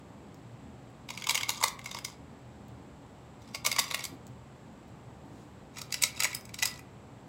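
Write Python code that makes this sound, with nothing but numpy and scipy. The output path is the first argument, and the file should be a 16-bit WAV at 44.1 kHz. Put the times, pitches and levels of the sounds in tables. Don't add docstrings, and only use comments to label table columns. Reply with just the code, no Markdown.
import sys
import numpy as np
from scipy import signal
from scipy.fft import rfft, irfft
from scipy.io import wavfile

SR = 44100
rng = np.random.default_rng(int(sys.argv[2]) if len(sys.argv) > 2 else 0)


def inscribe(sig):
    pcm = np.round(np.clip(np.atleast_2d(sig).T, -1, 1) * 32767)
    wavfile.write(sys.argv[1], SR, pcm.astype(np.int16))


N = 321048
TIME_S = np.arange(N) / SR
LEAD_SAMPLES = 512

# t/s, crack level/dB, hollow/dB, wall/dB, edge/dB (these three added to level), clink f/Hz
STRIKES = [(1.089, -34, -15, -6, -19, 3750), (1.104, -29.5, -11.5, -9.5, -17, 2440),
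           (1.175, -33, -23, -2.5, -15, 2350), (1.2213, -35, -20.5, -2, -17, 3370),
           (1.241, -29.5, -28, -7, -20, 2260), (1.27, -23, -12, -8, -15.5, 3470),
           (1.2885, -24.5, -9, -14, -13.5, 2300), (1.294, -15, -25, -10, -15.5, 2325),
           (1.308, -19.5, -18, -11.5, -10.5, 3300), (1.346, -21.5, -17.5, -13.5, -12.5, 6700),
           (1.353, -19, -20.5, -7, -11.5, 2240), (1.3763, -26.5, -16, -1.5, -9.5, 3150),
           (1.409, -30.5, -25, -1, -12.5, 3350), (1.4318, -23, -18, -6.5, -19.5, 2180),
           (1.4919, -17, -16, -13, -11.5, 7040), (1.503, -26, -12.5, -13, -8.5, 6130),
           (1.627, -24.5, -5.5, -14, -17.5, 2120), (1.6379, -13.5, -8, -12, -10.5, 2013),
           (1.681, -25.5, -23, -21.5, -11.5, 5800), (1.791, -42.5, -18, 1, -12, 2080),
           (1.843, -42, -18, -16, -10, 3620), (1.8588, -30.5, -14.5, -6.5, -15.5, 2180),
           (1.913, -31.5, -24, -10, -18, 3650), (1.9464, -28.5, -8, -13.5, -21, 5180),
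           (1.9867, -36.5, -14, -6, -10, 5100), (2.048, -23, -30, -15, -14, 5210),
           (3.547, -25, -14.5, -12, -19.5, 4930), (3.554, -33, -17, -9, -13, 2360),
           (3.649, -25, -11.5, -19, -14, 3980), (3.663, -14, -17.5, -15, -11.5, 2390),
           (3.6705, -24, -8.5, -11.5, -8.5, 2210), (3.7155, -19.5, -28.5, -10.5, -14.5, 2110),
           (3.7265, -22.5, -18.5, -16, -16, 4640), (3.7627, -24, -9.5, -10.5, -20, 2300),
           (3.7852, -20.5, -6.5, -5, -20, 1990), (3.791, -13, -27, -24, -12.5, 4750),
           (3.796, -14.5, -19, -20.5, -15, 3740), (3.911, -25, -13.5, -8, -17, 3690),
           (3.9443, -20.5, -12.5, -7.5, -12, 1916), (4.0405, -27.5, -20, -20, -9, 6660),
           (4.0511, -26.5, -23, -15.5, -10, 4500), (5.77, -35, -12, -14, -27, 1870),
           (5.785, -33.5, -15, -14, -12.5, 2460), (5.816, -28, -16.5, -22.5, -15, 4640),
           (5.924, -21, -37, -15.5, -15, 4700), (5.9417, -19.5, -27.5, -13.5, -15.5, 4680),
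           (6.023, -22.5, -33, -10, -1, 8100), (6.036, -9.5, -24.5, -19, -15.5, 2180),
           (6.203, -18.5, -26, -10, -10.5, 4880), (6.234, -19, -22, -18, -9.5, 7640),
           (6.2435, -17.5, -22.5, -9, -13.5, 2140), (6.251, -22, -11, -4.5, -11, 1944),
           (6.3295, -34, -26.5, -3.5, -16, 2220), (6.348, -25, -25, -19.5, -6.5, 5110),
           (6.453, -41.5, -19, -18, -8, 6400), (6.492, -44.5, -15, -7, -13.5, 2300),
           (6.542, -30, -29, -12, -13.5, 7500), (6.588, -29.5, -29, -11, -15, 4470),
           (6.625, -18.5, -23.5, -4.5, -13, 1947), (6.631, -16.5, -18.5, -23.5, -15, 1906),
           (6.655, -16, -25, -22.5, -11.5, 5000), (6.674, -27.5, -17, -23, -13, 3610),
           (6.7923, -48, -8, -0.5, -5, 2430)]
BAND_EDGES_HZ = [400, 1500, 3000, 8000, 16500]
# f/Hz, level/dB
BEAD_SPECTRUM = [(200, -31.5), (500, -15.5), (1000, -4.5), (1600, -12.5), (2500, -7), (5000, -3),
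                 (8000, -5), (8700, -10.5), (12000, -13), (16000, -15.5)]
# f/Hz, width/Hz, level/dB
LEVEL_MODES = [(584, 230, -5), (984, 120, 10), (1141, 87, 10), (1440, 110, -13.5), (2080, 47, -2),
               (2204, 97, -2), (2300, 76, -2.5), (2800, 66, -6.5), (3290, 110, 0.5), (3560, 150, 4),
               (3970, 200, 0.5), (4633, 160, 2), (4990, 93, 5.5), (5900, 200, -2), (6660, 240, 2),
               (7740, 460, -4), (10450, 500, -13.5)]
LEANING_MODES = [(573, 180, -3), (962, 71, 1), (1125, 70, 8), (1386, 35, 1), (1940, 31.7, -1),
                 (2204, 170, 0), (2800, 130, -5.5), (3544, 103, 3), (4000, 190, -1), (4700, 130, -0.5),
                 (4930, 130, -0.5), (5840, 140, -5), (8200, 380, -10.5)]
TIPPED_MODES = [(578, 45, -1), (836, 35, -17), (994, 48, 4.5), (1150, 48, -1), (1292, 54, 4.5),
                (1414, 16, 2), (1620, 28, -11), (1984, 59, 2.5), (2244, 110, 1), (2420, 140, 0),
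                (2700, 150, -0.5), (3910, 140, 2.5), (5020, 210, 2.5), (5630, 210, -6), (6620, 400, -2.5),
                (7840, 230, -2)]
GRIP_MODES = [LEVEL_MODES, LEANING_MODES, TIPPED_MODES]
GRIP_CHANGES_S = [3, 5]
# t/s, length/s, level/dB
STIR_STROKES = [(1.1, 0.079, -50), (1.194, .008, -39), (1.298, 0.11, -39.5), (1.471, 0.13, -44.5),
                (1.572, .04, -49), (1.612, 0.013, -31), (1.655, 0.019, -35.5), (1.797, .1, -51),
                (1.91, .06, -45), (2.077, 0.044, -52.5), (3.41, 0.094, -59), (3.54, 0.0067, -40),
                (3.652, 0.019, -31.5), (3.69, 0.018, -42.5), (3.835, .015, -38), (3.87, .17, -42),
                (5.745, 0.05, -48.5), (5.902, .005, -52), (5.96, .025, -50), (6.014, 0.031, -35.5),
                (6.153, 0.034, -45.5), (6.196, 0.049, -30.5), (6.30, 0.058, -44), (6.579, 0.022, -43),
                (6.657, .11, -46.5)]
# t/s, level/dB
MAT_TICKS = [(0.3443, -49.5), (.902, -59), (2.683, -52), (3.4195, -55), (4.268, -43.5), (4.278, -54),
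             (4.881, -60), (6.41, -43)]
# f/Hz, level/dB
TICK_SPECTRUM = [(500, -27.5), (2000, -12), (4000, -4), (6500, 6), (10000, -9), (16000, 1)]
# t/s, length/s, level/dB
BUMP_STROKES = [(4.128, .017, -45), (5.25, .27, -57)]
# f/Hz, level/dB
BUMP_SPECTRUM = [(50, -20.5), (105, -0.5), (160, -3), (220, -4), (290, 1), (420, -12.5), (900, -20),
                 (3000, -45)]
# t/s, length/s, level/dB
BRUSH_STROKES = [(5.33, .10, -71)]
# f/Hz, level/dB
FELT_SPECTRUM = [(1000, -14), (4000, 1), (7000, 1), (11000, -9), (16000, -17)]
# f/Hz, T60/s
ROOM_T60_S = [(300, 0.09), (1200, 0.45), (3500, 0.29), (7000, 0.2), (14000, 0.21)]
# f/Hz, relative level/dB
AIR_SPECTRUM = [(12, -55), (20, -30), (38, -20.5), (59, -7), (86, -12), (119, 1), (170, -5), (189, -4),
                (275, -10.5), (315, -10), (429, -12), (615, -13.5), (670, -15.5), (782, -12.5),
                (1200, -21.5), (1560, -59), (2640, -120)]
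# f/Hz, width/Hz, level/dB
HUM_LINES = [(77.5, 3.4, -63), (117.5, 4.8, -61.2), (204.5, 6.4, -65), (230.9, 5.1, -65.5),
             (275.3, 10, -62.5)]
# f/Hz, relative level/dB
HISS_SPECTRUM = [(700, -6.5), (1200, 4), (2000, 0), (4000, -7), (6000, -13.5), (7000, -11), (7750, -4),
                 (8300, -14), (9500, -21), (15500, -25.5), (16200, -35)]


def clacks(hollow_db=-8, wall_db=-8.5, crack_db=-17, edge_db=-7.5, grip_detune=0.0084, rms_window_s=0.025):
    out = np.zeros(N)
    bands_hz = zip(BAND_EDGES_HZ, BAND_EDGES_HZ[1:])
    filters = [signal.butter(3, band_hz, "band", fs=SR, output="sos") for band_hz in bands_hz]
    for t_s, level_db, hollow, wall, edge, clink_hz in STRIKES:
        modes = GRIP_MODES[np.searchsorted(GRIP_CHANGES_S, t_s)]
        tin = impulse_response(BEAD_SPECTRUM, modes, detune=grip_detune * rng.uniform(-1, 1))
        force = clink(chatter(contact_ms=1.38), clink_hz, ping_db=-11)
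        ring = signal.fftconvolve(force, tin)
        offsets_db = [hollow + hollow_db, wall + wall_db, crack_db, edge + edge_db]
        for k, (sos, offset_db) in enumerate(zip(filters, offsets_db)):
            band = (-1) ** k * unit_energy(signal.sosfilt(sos, ring))
            gain = amp(level_db + offset_db) * np.sqrt(rms_window_s * SR)
            add(out, t_s - LEAD_SAMPLES / SR, gain * band)
    return out


def chatter(contact_ms, buzz_db=-17, buzz_ms=2.9, scrape_db=-14, scrape_ms=2.56):
    t_ms = (np.arange(2048) - LEAD_SAMPLES) * 1000 / SR
    progress = abs(t_ms) / contact_ms
    hits = (0.1 + progress) * np.exp(-progress)
    buzz = amp(buzz_db) * np.exp(-abs(t_ms) / buzz_ms)
    scrape = amp(scrape_db) * np.exp(-abs(t_ms) / scrape_ms)
    return unit_energy(rng.standard_normal(len(t_ms)) * np.where(t_ms < 0, scrape, hits + buzz))


def clink(force, f_hz, ping_db, t60_s=0.016, rise_s=0.00073):
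    t_s = np.maximum(np.arange(len(force)) - LEAD_SAMPLES, 0) / SR
    envelope = amp(-60 * t_s / t60_s) * (1 - np.exp(-t_s / rise_s))
    ping = np.sin(2 * np.pi * f_hz * t_s) * envelope
    return force + amp(ping_db) * unit_energy(ping)


def impulse_response(spectrum, modes=(), detune=0):
    f_hz = abs(np.fft.fftfreq(4096, 1 / SR))
    power = amp(lookup(spectrum, f_hz)) ** 2
    for mode_hz, width_hz, level_db in modes:
        offset_sq = ((f_hz - mode_hz * (1 + detune)) / width_hz) ** 2
        power += amp(level_db) ** 2 / (1 + 4 * offset_sq) / (1 + offset_sq / 4)
    minimum_phase = np.exp(np.conj(signal.hilbert(np.log(power) / 2)))
    return unit_energy(np.fft.ifft(minimum_phase).real)


def rolling(gain_db=-3, scrape_db=-12, lowpass_hz=12000, spread_db=17, touches_per_s=8):
    contacts = np.zeros(N)
    touches_per_pitch = int(touches_per_s * N / SR)
    for clink_hz in np.geomspace(2000, 8000, 24):
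        touch = clink(chatter(contact_ms=1.0), clink_hz, ping_db=-8.5)
        for t_s, level_db, side in rng.random((touches_per_pitch, 3)) * [N / SR, spread_db, 2]:
            add(contacts, t_s, amp(level_db) * np.sign(side - 1) * touch)
    force = unit_rms(contacts) + amp(scrape_db) * rng.standard_normal(N)
    lowpass = signal.butter(1, lowpass_hz, fs=SR, output="sos")
    force = signal.sosfilt(lowpass, force)
    out = np.zeros(N)
    for grip, modes in enumerate(GRIP_MODES):
        strokes = [row for row in STIR_STROKES if np.searchsorted(GRIP_CHANGES_S, row[0]) == grip]
        drive = force * stroke_envelope(strokes, rise_s=0.0035, fall_s=0.015)
        out += signal.oaconvolve(drive, impulse_response(BEAD_SPECTRUM, modes))[:N]
    return amp(gain_db) * out


def mat_and_table(tick_gain_db=15):
    brush = noise(FELT_SPECTRUM) * stroke_envelope(BRUSH_STROKES, rise_s=0.024, fall_s=0.021)
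    bumps = noise(BUMP_SPECTRUM) * stroke_envelope(BUMP_STROKES, rise_s=0.0082, fall_s=0.017)
    ticks = np.zeros(N)
    for t_s, level_db in MAT_TICKS:
        force = chatter(contact_ms=0.4, buzz_db=-27, scrape_db=-35)
        tick = signal.fftconvolve(force, impulse_response(TICK_SPECTRUM))
        add(ticks, t_s - LEAD_SAMPLES / SR, amp(level_db + tick_gain_db) * tick)
    return brush + bumps + ticks


def room(x, tail_db=-8, onset_s=0.0012, early_db=-13, early_peak_s=0.0029, echoes_per_s=1500):
    size = 26000
    t_s = np.arange(size) / SR
    f_hz, frame_s, frames = signal.stft(rng.standard_normal(size), SR, nperseg=256)
    decay = amp(-60 * frame_s / lookup(ROOM_T60_S, f_hz)[:, None])
    tail = signal.istft(frames * decay, SR, nperseg=256)[1][:size]
    tail *= 1 - np.exp(-(t_s / onset_s) ** 2)
    early = rng.standard_normal(size) * (rng.random(size) < echoes_per_s / SR)
    early *= t_s * np.exp(-t_s / early_peak_s)
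    echoes = amp(tail_db) * unit_energy(tail) + amp(early_db) * unit_energy(early)
    return x + signal.oaconvolve(x, echoes)[:N]


def background(air_db=-51.5, hiss_db=-63):
    f_hz = np.fft.rfftfreq(N, 1 / SR)
    hum = np.zeros(N)
    for line_hz, width_hz, level_db in HUM_LINES:
        line = rfft(rng.standard_normal(N)) / (1 + ((f_hz - line_hz) / width_hz) ** 2)
        hum += amp(level_db) * unit_rms(irfft(line, N))
    return amp(air_db) * noise(AIR_SPECTRUM) + amp(hiss_db) * noise(HISS_SPECTRUM) + hum


def noise(spectrum):
    gain = amp(lookup(spectrum, np.fft.rfftfreq(N, 1 / SR)))
    return unit_rms(irfft(rfft(rng.standard_normal(N)) * gain, N))


def stroke_envelope(strokes, rise_s, fall_s):
    power = np.zeros(N)
    for t_s, length_s, level_db in strokes:
        before = np.maximum(t_s - TIME_S, 0) / rise_s
        after = np.maximum(TIME_S - t_s - length_s, 0) / fall_s
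        power += amp(level_db) ** 2 * np.exp(-2 * np.minimum(before + after, 20))
    return np.sqrt(power)


def lookup(table, f_hz):
    points_hz, values = np.transpose(table)
    return np.interp(np.log(f_hz + 1), np.log(points_hz + 1), values)


def add(mix, t_s, sound):
    part = mix[max(round(t_s * SR), 0):][:len(sound)]
    part += sound[:len(part)]


def amp(level_db):
    return 10 ** (np.asarray(level_db) / 20)


def unit_rms(x):
    return x / np.sqrt(np.mean(x ** 2) + 1e-20)


def unit_energy(x):
    return x / np.linalg.norm(x)


def scene():
    direct = clacks() + rolling() + mat_and_table()
    return (room(direct) + background())[None]


def record(dry):
    highpass = signal.butter(2, 28, "high", fs=SR, output="sos")
    lowpass = signal.firwin(511, 16050, window=("kaiser", 9), fs=SR)
    return signal.oaconvolve(signal.sosfilt(highpass, dry), lowpass[None], "same")


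dry = scene()
out = record(dry)
inscribe(out)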